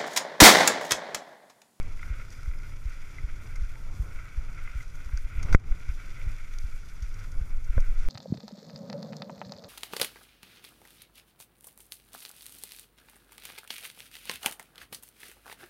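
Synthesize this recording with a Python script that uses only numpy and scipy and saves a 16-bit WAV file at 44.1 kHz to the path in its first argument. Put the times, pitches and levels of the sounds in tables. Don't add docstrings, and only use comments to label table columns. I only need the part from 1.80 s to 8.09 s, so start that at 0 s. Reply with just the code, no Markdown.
import sys
import numpy as np
from scipy import signal
from scipy.fft import rfft, irfft, next_fast_len
from scipy.io import wavfile

SR = 44100
rng = np.random.default_rng(int(sys.argv[2]) if len(sys.argv) > 2 else 0)


def boost_factor(decibels):
    exponent = np.asarray(decibels, float) / 20
    return 10 ** exponent


def unload_audio(sound):
    columns = np.transpose(np.atleast_2d(sound))
    steps = np.round(np.clip(columns, -1, 1) * 32767)
    wavfile.write(sys.argv[1], SR, steps.astype(np.int16))


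N = 277256

# pitch in Hz, relative level in dB per Hz.
HISS_SPECTRUM = [(4120, -10), (7000, -3), (8620, -6), (10100, -2.5), (10900, -18), (11000, -7.5),
                 (14500, -6), (15000, -8)]
# pitch in Hz, rms level in dB.
CIRCUIT_TONES = [(6955, -82), (7014, -83), (10427, -86), (10492, -85), (11746, -91), (13964, -91)]
# start in seconds, length in seconds,
# level in dB before the flutter, pitch in Hz.
SQUEAKS = [(.27, .1, -58, 2130), (.52, .15, -73, 5030), (.73, .21, -73, 5030), (4.35, .09, -58, 2050)]
# start in seconds, peak in dB, contact length in seconds.
PINGS = [(1.955, -57, 0.012), (2.1, -58, 0.008), (5.72, -61, 0.0075)]
# pitch in Hz, relative level in dB, time to fall by 60 dB in seconds.
FRAME_MODES = [(897, 0, 0.1)]
# start in seconds, peak in dB before the band filter.
TAPS = [(0.192, -37), (0.2284, -31), (0.415, -37), (0.6564, -40), (0.7118, -40), (0.7352, -41),
        (0.7996, -42), (1.3828, -34), (1.7589, -40), (2.3865, -40), (2.4548, -39), (2.7886, -41),
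        (2.8749, -34), (3.0041, -38), (3.2894, -39), (3.3238, -41), (3.3742, -36), (3.6287, -36),
        (3.6845, -36), (3.92, -38), (4.0886, -40), (5.3931, -41)]
# lower edge in Hz, upper edge in Hz.
LIGHT_BAND_HZ = [1100, 2900]
# start in seconds, peak in dB,
# contact length in seconds.
SCRAPES = [(3.7262, -22, .004), (3.7415, -28, .003)]
# pitch in Hz, relative level in dB, time to fall by 60 dB in seconds.
HOUSING_MODES = [(1055, -16.5, 0.015), (1480, -2.5, 0.013), (2066, -4.5, 0.017), (2500, -46, 0.005),
                 (2980, -29, 0.003), (3330, -17.5, 0.01)]
# start in seconds, peak in dB, contact length in seconds.
TICKS = [(0.027, -48, 0.0025), (0.5032, -44, 0.0015), (0.524, -46, 0.0027), (0.631, -47.5, 0.0021),
         (1.0953, -48, 0.0025), (1.7568, -44.5, 0.0036), (3.027, -46.5, 0.0023), (3.0788, -52, 0.0026),
         (3.154, -47, 0.003), (3.3727, -35.5, 0.0015), (3.6276, -34, 0.0048), (3.7258, -33.5, 0.0096),
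         (3.748, -23.5, .003), (3.7967, -45, 0.003), (4.7858, -33, 0.00055), (5.222, -42, 0.004),
         (5.29, -52, 0.003), (5.34, -47, 0.0041), (5.397, -48, 0.0056), (5.517, -48, 0.0039),
         (5.843, -47, 0.0048), (6.002, -41.5, 0.0047)]
# pitch in Hz, relative level in dB, time to fall by 60 dB in seconds.
TICK_MODES = [(4080, -23, 0.0019), (4870, -5, 0.012), (5794, 9.5, 0.0057), (6410, 1, 0.017),
              (7650, -2.5, 0.0042), (9250, -9, 0.0063), (11500, -19, .004), (13140, -19, 0.0052)]
# time in seconds, roll in dB before the split, grit hiss in dB.
TREAD_LEVELS = [(0.0, -57, -65), (0.13, -58.5, -61.5), (0.31, -50, -61.5), (0.55, -55.5, -61.5),
                (0.75, -58, -64.5), (0.87, -56, -62), (1.01, -62, -65), (1.1, -53.5, -61.5),
                (1.22, -55.5, -61), (1.38, -54, -62), (1.43, -58, -63), (1.6, -56.5, -64),
                (1.75, -56, -63.5), (2.14, -59.5, -63), (2.4, -53, -64), (2.58, -57, -64),
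                (2.89, -50.5, -62), (3.05, -55, -63), (3.1, -60.5, -65.5), (3.24, -54.5, -63.5),
                (3.46, -60.5, -65.5), (3.52, -53.5, -64), (3.72, -53.5, -60.5), (3.93, -57, -64.5),
                (4.12, -56, -60), (4.16, -62, -63), (4.2, -53.5, -63), (4.28, -57, -61.5), (4.42, -54, -62),
                (4.58, -55, -61), (4.85, -57.5, -62), (5.02, -59.5, -63.5), (5.35, -57.5, -62.5),
                (5.41, -51.5, -62), (5.47, -59.5, -63.5), (5.84, -59.5, -66.5), (5.97, -53, -60.5),
                (6.05, -56.5, -64), (6.27, -54, -61)]
# pitch in Hz, relative level in dB per Hz.
ROLL_SPECTRUM = [(410, -20), (700, -14), (844, -38), (898, -10.5), (968, -19.5), (1190, -10.5), (1300, 0),
                 (1430, 3.5), (1570, -2), (1720, -12), (2000, -3), (2260, 0), (2970, -19), (3100, -16.5),
                 (4030, -25), (6820, -120)]
# time in seconds, gain in dB.
UPPER_ROLL = [(0, 6), (.3, -1.5), (.55, -2), (1.3, 2), (2.2, -2), (2.9, -0.5), (3.6, 2.5), (4.4, 2.5),
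              (4.9, -0.5), (5.4, -3), (6.0, 3), (6.27, -1)]
# pitch in Hz, relative level in dB per Hz.
GRIT_SPECTRUM = [(1710, 1), (2900, -3.5), (3000, -8), (3470, 1), (3830, -8), (4170, -3.5), (4510, -6.5),
                 (4870, 0.5), (5270, -5), (5760, 1.5), (6060, -2.5), (7200, -7.5), (8510, -13),
                 (10100, -14), (11000, -13), (14300, -28), (22000, -120)]
# time in seconds, slow sway in dB, ground rumble in dB.
RIDE_LEVELS = [(0.0, -25, -43), (0.3, -39.5, -45.5), (0.86, -34, -47), (1.29, -35.5, -46.5),
               (1.8, -30, -44.5), (2.17, -36, -43.5), (2.55, -30.5, -45), (2.8, -31.5, -45),
               (3.1, -29.5, -49), (3.42, -29.5, -47), (3.6, -28.5, -44.5), (3.71, -28.5, -36.5),
               (3.93, -33, -39.5), (4.1, -28.5, -48), (4.29, -35, -44), (4.68, -32, -45.5),
               (4.78, -29.5, -49.5), (5.0, -28.5, -48), (5.26, -35.5, -47.5), (5.7, -27, -44.5),
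               (5.91, -26, -44.5), (6.0, -23, -36), (6.04, -26, -43), (6.22, -22, -46)]
# pitch in Hz, relative level in dB per Hz.
SWAY_SPECTRUM = [(6, -6), (11, 0), (22, 1.5), (30, -14.5), (40, -20), (60, -49)]
# pitch in Hz, relative level in dB per Hz.
RUMBLE_SPECTRUM = [(22, -61), (38, 0), (59, -3.5), (102, -4.5), (204, -23), (284, -24), (389, -28.5),
                   (579, -30), (637, -33.5), (884, -35), (1000, -32.5), (1300, -32.5), (2200, -120)]
# time in seconds, level in dB.
HEARTBEATS = [(0.307, -21.5), (0.681, -21), (1.058, -23), (1.441, -22), (1.824, -22), (2.201, -18.5),
              (2.579, -20.5), (2.958, -23), (3.338, -18.5), (4.093, -21), (4.472, -23), (4.845, -24.5),
              (5.227, -22), (5.616, -21.5), (5.979, -24.5)]
# middle in seconds,
# signed height, width (standard deviation) in seconds.
JOLTS = [(3.267, -0.083, 0.0043), (3.454, -0.11, 0.0042), (3.563, 0.1, 0.0034), (3.584, 0.11, 0.0033),
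         (3.653, -0.11, 0.0018), (3.731, 0.41, 0.0047), (3.71, 0.046, 0.018), (3.919, -0.19, 0.0045),
         (5.584, 0.098, 0.0084), (5.779, -0.089, 0.0039), (5.902, -0.17, 0.0042), (5.947, 0.11, 0.0077),
         (5.975, -0.28, 0.0024), (6.001, 0.24, 0.0068), (6.024, -0.062, 0.0049), (6.104, 0.13, 0.0063),
         (6.186, -0.077, 0.012), (6.215, 0.039, 0.0091), (6.258, 0.05, 0.016)]
# start in seconds, signed step factor, step decay in seconds,
# ring in dB, brightness in dB per octave, mount thud in dB (all before the treble is filtered off).
KNOCKS = [(3.7476, -3.5, 0.0099, -7, 8, -13), (5.9792, 3.2, 0.00073, -25, -21, -22.5)]


def rms_one(x):
    return x / np.sqrt(np.mean(x ** 2) + 1e-20)


def drift(rate_hz):
    r = np.exp(-2 * np.pi * rate_hz / SR)
    noise = rng.standard_normal(N + SR)
    wander = signal.lfilter([1], [1, -2 * r, r * r], noise)
    return rms_one(wander[SR:])


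def in_time(rows):
    s, *columns = np.transpose(rows)
    return [np.interp(np.arange(N) / SR, s, column) for column in columns]


def colour(x, spectrum):
    hz, db = np.transpose(spectrum)
    size = next_fast_len(N)
    log_hz = np.log(np.arange(size // 2 + 1) * SR / size + 1e-3)
    gain = boost_factor(np.interp(log_hz, np.log(hz), db, -200, -200))
    return rms_one(irfft(rfft(x, size) * gain, size)[:N])


def grains(per_s, spread_db):
    size_db = spread_db * np.minimum(rng.exponential(1, N), 5)
    sizes = boost_factor(size_db) * rng.choice([-1, 1], N)
    return rms_one(sizes * (rng.random(N) < per_s / SR))


def rolling(spectrum, grain_share, per_s, spread_db, bumps_db, own_db, own_hz):
    source = rng.standard_normal(N) + grain_share * grains(per_s, spread_db)
    level_db = bumps_db + own_db * drift(own_hz)
    return colour(source * boost_factor(level_db), spectrum)


def ring(push, hz, t60):
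    r, w = boost_factor(-60 / (t60 * SR)), 2 * np.pi * hz / SR
    return signal.lfilter([0, np.sin(w)], [1, -2 * r * np.cos(w), r * r], push + 1e-18)


def strike(events, modes):
    t, out = np.arange(SR // 20) / SR, np.zeros(N + SR)
    for s, peak_db, contact_s in events:
        shape = (1 - np.exp(-t / 0.0012)) * np.exp(-t / contact_s)
        touches = rng.standard_normal(len(t)) * shape
        rattle = np.r_[touches, np.zeros(SR // 5)]
        sound = np.zeros(len(rattle))
        for hz, db, t60 in modes:
            scatter_db = 2 * rng.standard_normal()
            sound += boost_factor(db + scatter_db) * ring(rattle, hz, t60)
        start = int(s * SR)
        out[start:start + len(sound)] += boost_factor(peak_db) * sound / np.abs(sound).max()
    return out[:N]


def circuit(flicker_db, waver_rad):
    t, tones = np.arange(N) / SR, np.zeros(N)
    for hz, db in CIRCUIT_TONES:
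        phase = 2 * np.pi * hz * t + waver_rad * drift(3.8)
        tones += np.sqrt(2) * boost_factor(db) * np.sin(phase)
    hiss = colour(rng.standard_normal(N), HISS_SPECTRUM)
    return boost_factor(-71 + flicker_db * drift(12)) * hiss + tones


def squeaks(width_hz, fade_s):
    t, out = np.arange(N) / SR, np.zeros(N)
    t60 = np.log(1000) / (np.pi * width_hz)
    noise, flutter = rng.standard_normal(N), boost_factor(3 * drift(35))
    for s, length, db, hz in SQUEAKS:
        shape = np.clip(np.minimum(t - s, s + length - t) / fade_s, 0, 1)
        tone = rms_one(ring(ring(noise, hz, t60), hz, t60))
        out += boost_factor(db) * shape * tone
    return out * flutter


def pings():
    return strike(PINGS, FRAME_MODES)


def housing_contacts(tap_contact_s):
    events = [(s, db, tap_contact_s) for s, db in TAPS]
    light_band = signal.butter(3, LIGHT_BAND_HZ, "band", fs=SR, output="sos")
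    taps = signal.sosfilt(light_band, strike(events, HOUSING_MODES))
    return taps + strike(SCRAPES, HOUSING_MODES)


def ticks():
    return strike(TICKS, TICK_MODES)


def tilt(x, upper_db, split_hz):
    high_pass = signal.butter(4, split_hz, "high", fs=SR, output="sos")
    return x + (boost_factor(upper_db) - 1) * signal.sosfiltfilt(high_pass, x)


def tyres(bumps):
    roll_db, grit_db = in_time(TREAD_LEVELS)
    upper_db, = in_time(UPPER_ROLL)
    crunch = drift(17.7)
    roll = rolling(ROLL_SPECTRUM, 0.57, 400, 2.9, 0.36 * bumps + 1.38 * crunch, 1.22, 34)
    roll = tilt(roll, upper_db, split_hz=1750)
    grit = rolling(GRIT_SPECTRUM, 0.73, 900, 3.4, 0.47 * bumps + 0.37 * crunch, 1.6, 36)
    return boost_factor(roll_db) * roll + boost_factor(grit_db) * grit


def sway_and_rumble(bumps):
    sway_db, rumble_db = in_time(RIDE_LEVELS)
    sway = colour(rng.standard_normal(N), SWAY_SPECTRUM)
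    rumble = rolling(RUMBLE_SPECTRUM, 0, 100, 3, 0.22 * bumps, 1.9, 3.5)
    return boost_factor(sway_db) * sway + boost_factor(rumble_db) * rumble


def heart(start_hz, end_hz, fall_s, lead_s, swell_s):
    t = np.arange(SR // 5) / SR
    pitch_hz = end_hz + (start_hz - end_hz) * np.exp(-t / fall_s)
    phase = 2 * np.pi * np.cumsum(pitch_hz) / SR
    thump = -np.sin(phase) * t / swell_s * np.exp(1 - t / swell_s)
    clicks = np.zeros(N)
    for s, level_db in HEARTBEATS:
        clicks[int((s - lead_s) * SR)] = boost_factor(level_db)
    return signal.fftconvolve(clicks, thump)[:N]


def jolts():
    t = np.arange(N) / SR
    return sum(height * np.exp(-((t - s) / width) ** 2 / 2) for s, height, width in JOLTS)


def knocks(rise_s, contact_hz):
    t, out = np.arange(N) / SR, np.zeros(N)
    for s, height, decay_s, ring_db, tilt_db, thud_db in KNOCKS:
        since = np.maximum(t - s, 0)
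        out += height * (1 - np.exp(-(since / rise_s) ** 2)) * np.exp(-since / decay_s)
        click = np.zeros(N)
        click[int(s * SR)] = 1
        for hz, db, t60 in HOUSING_MODES:
            bright_db = tilt_db * np.log2(hz / 1420)
            out += boost_factor(ring_db + db + bright_db) * ring(click, hz, t60)
        out += boost_factor(thud_db) * ring(click, hz=524, t60=0.019)
    low_pass = signal.butter(6, contact_hz, fs=SR, output="sos")
    return signal.sosfilt(low_pass, out)


def scene():
    bumps = drift(1.6)
    mix = circuit(flicker_db=2.6, waver_rad=0.93)
    mix += squeaks(width_hz=110, fade_s=0.02) + pings()
    mix += housing_contacts(tap_contact_s=0.0021) + ticks()
    mix += tyres(bumps)
    mix += sway_and_rumble(bumps)
    mix += heart(start_hz=59.3, end_hz=25.5, fall_s=0.023, lead_s=0.0044, swell_s=0.0091)
    mix += jolts()
    mix += knocks(rise_s=0.0028, contact_hz=2220)
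    return mix[None]


def band_limit(x):
    return signal.sosfilt(signal.butter(12, 15190, fs=SR, output="sos"), x)


def record(dry):
    threshold_db, release_db_per_s, attack_s = -10, 121, 0.004
    climb_db = release_db_per_s * np.arange(N) / SR
    over_db = np.maximum(20 * np.log10(np.abs(dry) + 1e-9) - threshold_db, 0)
    held_db = np.maximum.accumulate(over_db + climb_db, axis=1) - climb_db
    held_db = np.maximum(held_db, 0)
    r = np.exp(-1 / (attack_s * SR))
    duck_db = signal.lfilter([1 - r], [1, -r], held_db)
    ducked = dry * boost_factor(-duck_db)
    finished = 0.94 * np.tanh(ducked / 0.88)
    return band_limit(finished)


dry = scene()
out = record(dry)
unload_audio(out)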